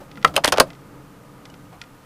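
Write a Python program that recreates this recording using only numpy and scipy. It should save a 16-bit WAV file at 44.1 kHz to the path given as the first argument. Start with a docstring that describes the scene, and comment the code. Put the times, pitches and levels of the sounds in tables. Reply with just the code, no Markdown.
"""Faint ticks and soft hand bumps over a low hum, then a sharp pop: a hand undoes the roof latch of
a parked convertible, close up. The lever springs free, the steel hook snaps, the linkage rattles and
the handle slams against its stop, shaking the windscreen frame. Each contact is a thud, a clack and
a crack of dying noise; the main blows also ring the part they strike. The small padded cabin answers
briefly and a few handling ticks follow. The loudest clacks overload the recorder."""
import sys
import numpy as np
from scipy import signal
from scipy.fft import rfft, irfft, next_fast_len
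from scipy.io import wavfile
from scipy.ndimage import uniform_filter1d, map_coordinates

SR = 44100
rng = np.random.default_rng(int(sys.argv[2]) if len(sys.argv) > 2 else 0)


def dump(signal):
    """Clip the signal to [-1, 1] and save it as 16-bit WAV at the path in sys.argv[1]."""
    limited = np.clip(np.atleast_2d(signal).T, -1, 1)
    pcm = np.round(limited * 32767).astype(np.int16)
    wavfile.write(sys.argv[1], SR, pcm)


N = 90404
SNAP_RISE_S = 0.00012  # attack of every hard contact


def amp(db):
    """Decibels to gain."""
    return 10 ** (np.asarray(db) / 20)


def unit(x):
    """Scale to rms 1."""
    return x / np.sqrt(np.mean(x ** 2) + 1e-20)


def along(points, hz):
    """Read a curve of (Hz, value) points on a log frequency axis."""
    points_hz, values = np.transpose(points)
    return np.interp(np.log(hz + 1), np.log(points_hz + 1), values)


def bell(hz, centre_hz, width_oct):
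    """An EQ bell of height 1, down to half at width_oct either side of its centre."""
    return 1 / (1 + (np.log2((hz + 1) / centre_hz) / width_oct) ** 2)


def filtered(x, response):
    """Equalise x with a gain given as a function of frequency."""
    size = next_fast_len(N + SR // 2)
    return irfft(rfft(x, size) * response(np.fft.rfftfreq(size, 1 / SR)), size)[..., :N]


def wobble(rate_hz):
    """A smooth random curve with rate_hz knots a second."""
    knots = rng.standard_normal(int(N * rate_hz / SR) + 4)
    return map_coordinates(knots, [np.arange(N) * rate_hz / SR])


def add(track, start_s, sound):
    """Mix a sound into the track at start_s."""
    part = track[max(0, round(start_s * SR)):][:len(sound)]
    part += sound[:len(part)]


def burst(colour_db, rise_s, t60_s, size=8192):
    """A dense cluster of dying resonances: decaying noise shaped to the given colour."""
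    t, hz = np.arange(size) / SR, np.fft.rfftfreq(size, 1 / SR)
    envelope = amp(-60 * t / t60_s) * (1 - np.exp(-t / rise_s))
    spectrum = rfft(rng.standard_normal(size) * envelope)
    broad_shape = np.sqrt(np.abs(uniform_filter1d(np.abs(spectrum) ** 2, size=91)) + 1e-12)
    gain = unit(amp(colour_db(hz))) * np.linalg.norm(envelope) / broad_shape
    # minimum phase, so the EQ does not ring ahead of the attack
    cepstrum = irfft(np.log(gain + 1e-9))
    cepstrum[1:size // 2] *= 2
    cepstrum[size // 2 + 1:] = 0
    return irfft(spectrum * np.exp(rfft(cepstrum)))


def ring(modes):
    """The damped modes of one struck part, alternating in polarity."""
    t = np.arange(SR // 3) / SR
    tones = sum((-1) ** k * amp(level_db - 60 * t / t60_s) * np.sin(2 * np.pi * pitch_hz * t)
                for k, (pitch_hz, level_db, t60_s) in enumerate(modes))
    return tones * (1 - np.exp(-t / SNAP_RISE_S))


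def noise_floor():
    """An even rush: strong rumble, faint hiss."""
    # colour of the rush: frequency_hz, gain_db
    rush_eq = [(12, -44), (20, -5), (76, -13.5), (139, -2.5), (199, -4), (235, -11), (286, -4.5),
               (367, -13.5), (484, -9.5), (674, -17), (940, -15), (1080, -17.5), (1210, -15.5),
               (1730, -23.5), (1880, -24.5), (4310, -33.5), (15000, -38)]
    rush = filtered(rng.standard_normal(N), lambda hz: amp(along(rush_eq, hz)) * (hz < 15100))
    return amp(-45.5) * unit(rush)


def background():
    """A bed of rush and wavering hum whose low mids slowly swell and sink."""
    # tones of the hum: pitch_hz, level_db
    hum_tones = [(26.8, -63), (107.7, -66), (134.6, -54), (167, -64), (290, -57), (1238, -61.5)]
    # level ride on the low mids: time_s, gain_db
    swell = [(0, -1.5), (.5, 8.5), (.78, -1), (.93, 2.5), (1.1, -1.5), (1.48, .5), (1.78, -4.5),
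             (2.03, -5.5)]
    waver_rad, low_cut_hz, high_cut_hz = 0.53, 120, 810
    t = np.arange(N) / SR
    hum = sum(amp(level_db) * unit(np.sin(2 * np.pi * pitch_hz * t + waver_rad * wobble(rate_hz=8.9)))
              for pitch_hz, level_db in hum_tones)
    bed = noise_floor() + hum
    band = lambda hz: hz ** 2 / (hz ** 2 + low_cut_hz ** 2) / (1 + (hz / high_cut_hz) ** 2)
    swell_gain = amp(np.interp(t, *np.transpose(swell)))
    return bed + (swell_gain - 1) * filtered(bed, band)


def short_tail(x):
    """Smear x through a short tail of decaying noise; treble dies first."""
    # decay of the tail: frequency_hz, t60_s
    decay = [(150, 0.35), (600, 0.14), (2000, 0.087), (6000, 0.09), (14000, 0.083)]
    predelay_s = 0.005
    hz, t, noise = signal.stft(rng.standard_normal(SR // 3), SR, nperseg=256)
    tail = signal.istft(noise * amp(-60 * t / along(decay, hz)[:, None]), SR, nperseg=256)[1]
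    tail = np.pad(tail / np.linalg.norm(tail), (round(predelay_s * SR), 0))
    return signal.fftconvolve(x, tail)[:N]


def hand_bumps():
    """Dull, soft-edged knocks of the hand on the handle and trim."""
    # knocks of the hand: start_s, level_db, pitch_hz
    bumps = [(.002, -37, 574), (0.163, -37.5, 193), (.255, -28, 150), (.272, -36, 70), (.289, -37, 620),
             (.338, -32, 332), (.438, -45.5, 50), (.518, -36, 80), (0.651, -42, 160), (.666, -38.5, 570),
             (0.881, -46, 161), (.938, -46.5, 500), (1.725, -42.5, 743)]
    out = np.zeros(N)
    for start_s, level_db, pitch_hz in bumps:
        colour = lambda hz: 18.5 * np.log10(bell(hz, pitch_hz, width_oct=0.53))
        add(out, start_s, amp(level_db) * burst(colour, rise_s=0.0038, t60_s=0.17))
    return out


def handling_ticks():
    """Small ticks, duller or brighter, all ringing the same plastic, and one tiny metal ping."""
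    # ticks of the plastic: start_s, level_db, pitch_hz
    ticks = [(0.1142, -38, 2980), (0.156, -41.5, 3040), (0.1735, -30.5, 1350), (0.2152, -45, 2800),
             (.2269, -32.5, 2860), (0.703, -34, 2698), (.7317, -42.5, 3300), (.750, -44.5, 3100),
             (1.4538, -35.5, 3700), (1.5, -46.5, 6600), (1.5401, -40.5, 3000), (1.7283, -44, 800),
             (1.8151, -26, 3000), (1.8377, -40.5, 2190)]
    # resonances of the plastic: pitch_hz, boost_db
    plastic_modes = [(1390, 16), (2000, 13.5), (2450, 6), (3020, 1), (3420, 5), (4470, 3), (5400, 4)]
    # ring of a loose bit of metal: pitch_hz, level_db, t60_s
    ping_modes = [(2950, -44.5, 0.058)]
    plastic = lambda hz: sum(db * bell(hz, mode_hz, width_oct=0.081) for mode_hz, db in plastic_modes)
    rolloff = lambda hz: -8.5 * np.log10(1 + (hz / 6500) ** 4)
    out = np.zeros(N)
    for start_s, level_db, pitch_hz in ticks:
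        focus = lambda hz: 30.5 * np.log10(bell(hz, pitch_hz, width_oct=1.34))
        colour = lambda hz: plastic(hz) + rolloff(hz) + focus(hz)
        add(out, start_s, amp(level_db) * burst(colour, SNAP_RISE_S, t60_s=0.021))
    add(out, start_s=1.4994, sound=ring(ping_modes))
    return out


def latch():
    """Each metal contact cracks, clacks and thuds the frame; four main blows ring the part they strike."""
    # metal contacts in the latch, clack and crack sharing one decay:
    # start_s, thud_db, thud_t60_s, clack_db, crack_db, snap_t60_s, clack_pitch_hz, pitch_boost_db
    contacts = [(.2468, -14, .04, -4.5, -14.5, 0.016, 2270, 10),
                (.2752, -31, .07, -30, -37.5, 0.036, 3900, 9),
                (.340, -30.5, .06, -37, -43.5, 0.043, 3000, 3),
                (.3565, -41, .04, -34, -29.5, 0.028, 3900, 5.5),
                (.3638, -13.5, .05, -24, -9, .02, 3020, 20.5),
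                (0.3715, -13.5, .045, -35, -43.5, 0.022, 700, -3),
                (.3772, -13.5, .05, -12, -23.5, 0.017, 950, 7.5),
                (0.438, -58, .03, -23.5, -30, 0.023, 1500, 5),
                (.4418, -36.5, .03, -9.5, -27, 0.033, 1800, 13.5),
                (.4457, -6, .025, 0.5, -3.5, 0.0078, 4400, 7.5), (.4500, -25, .025, -9, -41, .02, 1900, 13),
                (.4545, -42, .025, -13, -18, 0.015, 2900, 4), (.458, -49, .03, -25, -14, 0.015, 4500, -6.5),
                (.4680, -53, .03, -19.5, -34.5, 0.02, 1900, 19), (.475, -45, .03, -50, -19, .025, 5000, -2),
                (0.478, -14, .008, -6, -11, 0.0076, 3400, 8),
                (.4835, -39.5, .04, -23, -20.5, 0.03, 3400, -1),
                (.4870, -47, .04, -17.5, -26, 0.018, 3300, -1),
                (0.4971, -56, .04, -38, -30, 0.016, 4500, 2),
                (.5220, -52, .04, -16, -14.5, 0.037, 5400, 38),
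                (.5242, -14.5, .045, -4.5, -14.5, 0.014, 1300, 12.5),
                (.530, -17, .05, -19, -53, 0.035, 1000, 1),
                (.5385, -17.5, .06, -16, -44.5, 0.012, 2800, 10),
                (.5603, -29.5, .05, -27, -48.5, 0.059, 1500, 15),
                (.573, -21, .07, -17.5, -28, 0.019, 3000, 1.5),
                (.5822, -6, .05, -9.5, -18, 0.0081, 1170, -7.5),
                (.5997, -9.5, .045, -4, -1, 0.023, 4600, 26), (.6045, -4, .05, -16.5, -10, 0.024, 3000, -8)]
    # colours of a contact's three layers: frequency_hz, gain_db
    thud_eq = [(30, -43), (90, -28), (200, -16.5), (340, -11.5), (480, -3.5), (560, -0.5), (660, -2),
               (980, -10), (1350, -10), (1900, -23), (3500, -27.5), (9000, -77)]
    clack_eq = [(60, -29.5), (300, -12.5), (800, 6.5), (1700, -0.5), (2200, -4.5), (3100, 0), (4000, -6),
                (4700, -4), (6500, -11.5), (14000, -37)]
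    crack_eq = [(800, -6), (3000, -1.5), (5000, -13), (6300, -6.5), (7300, -13), (8500, -6.5), (9300, -8.5),
                (10200, -8), (12500, -13.5), (15000, -25.5), (18000, -37.5)]
    # modes of the struck parts: pitch_hz, level_db, t60_s
    lever_modes = [(167.4, -30.5, 0.12), (477, -22, .09), (608, -20.5, 0.078), (790, -20.5, 0.064),
                   (956, -19, 0.028), (1054, -1, 0.02), (1225, -6, 0.049), (1329, -2.5, 0.047),
                   (1913, -15.5, .04), (2060, -15.5, 0.051), (2365, -12, 0.027)]  # the lever springing free
    hook_modes = [(2550, -12, 0.04), (2780, -7, 0.023), (2980, -6, 0.022), (3106, -5, 0.018),
                  (4170, -15, 0.033), (4955, -15, 0.025)]  # the steel hook snapping
    pawl_modes = [(230, -14, .022), (330, -9, .02), (460, -9, .022), (900, -4, .008), (3280, -7, .016),
                  (3500, -9, .022)]  # the pawl going over: a dry knock with a short ping
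    plate_modes = [(160, -18.5, 0.14), (257.4, -12.5, 0.12), (358, -15.5, 0.12), (456.6, -4, 0.081),
                   (536.5, -3.5, 0.1), (630, -2, 0.087), (1049, 1, 0.049), (1306, 2, 0.039),
                   (1575, -3.5, .055), (3010, -12.5, 0.048)]  # the mounting plate as the handle hits its stop
    out = np.zeros(N)
    for start_s, thud_db, thud_t60_s, clack_db, crack_db, snap_t60_s, pitch_hz, boost_db in contacts:
        clack_colour = lambda hz: along(clack_eq, hz) + boost_db * bell(hz, pitch_hz, width_oct=0.47)
        thud = burst(lambda hz: along(thud_eq, hz), rise_s=0.0012, t60_s=thud_t60_s)
        clack = burst(clack_colour, SNAP_RISE_S, snap_t60_s)
        crack = burst(lambda hz: along(crack_eq, hz), SNAP_RISE_S, snap_t60_s)
        add(out, start_s, amp(thud_db) * thud + amp(clack_db) * clack + amp(crack_db) * crack)
    add(out, start_s=0.2468, sound=amp(2.5) * ring(lever_modes))
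    add(out, start_s=0.3642, sound=amp(-2.5) * ring(hook_modes))
    add(out, start_s=0.4783, sound=amp(-3) * ring(pawl_modes))
    add(out, start_s=0.6025, sound=amp(-8) * ring(plate_modes))
    return out


def scene():
    """Nearly mono: a very faint noise gives slight stereo width."""
    direct = latch() + handling_ticks() + hand_bumps()
    cabin_answer = amp(-19) * short_tail(direct)
    mid = direct + cabin_answer + background()
    width_noise = amp(-49.5) * short_tail(direct) + amp(-37) * noise_floor()
    return np.array([mid + width_noise, mid - width_noise])


def record(dry):
    """The recorder soft-clips the loudest peaks and cuts the top end steeply."""
    ceiling, top_hz = 0.95, 15500
    clipped = dry / (1 + np.abs(dry / ceiling) ** 8) ** (1 / 8)
    return filtered(clipped, lambda hz: 1 / np.sqrt(1 + (hz / top_hz) ** 160))


dry = scene()
out = record(dry)
dump(out)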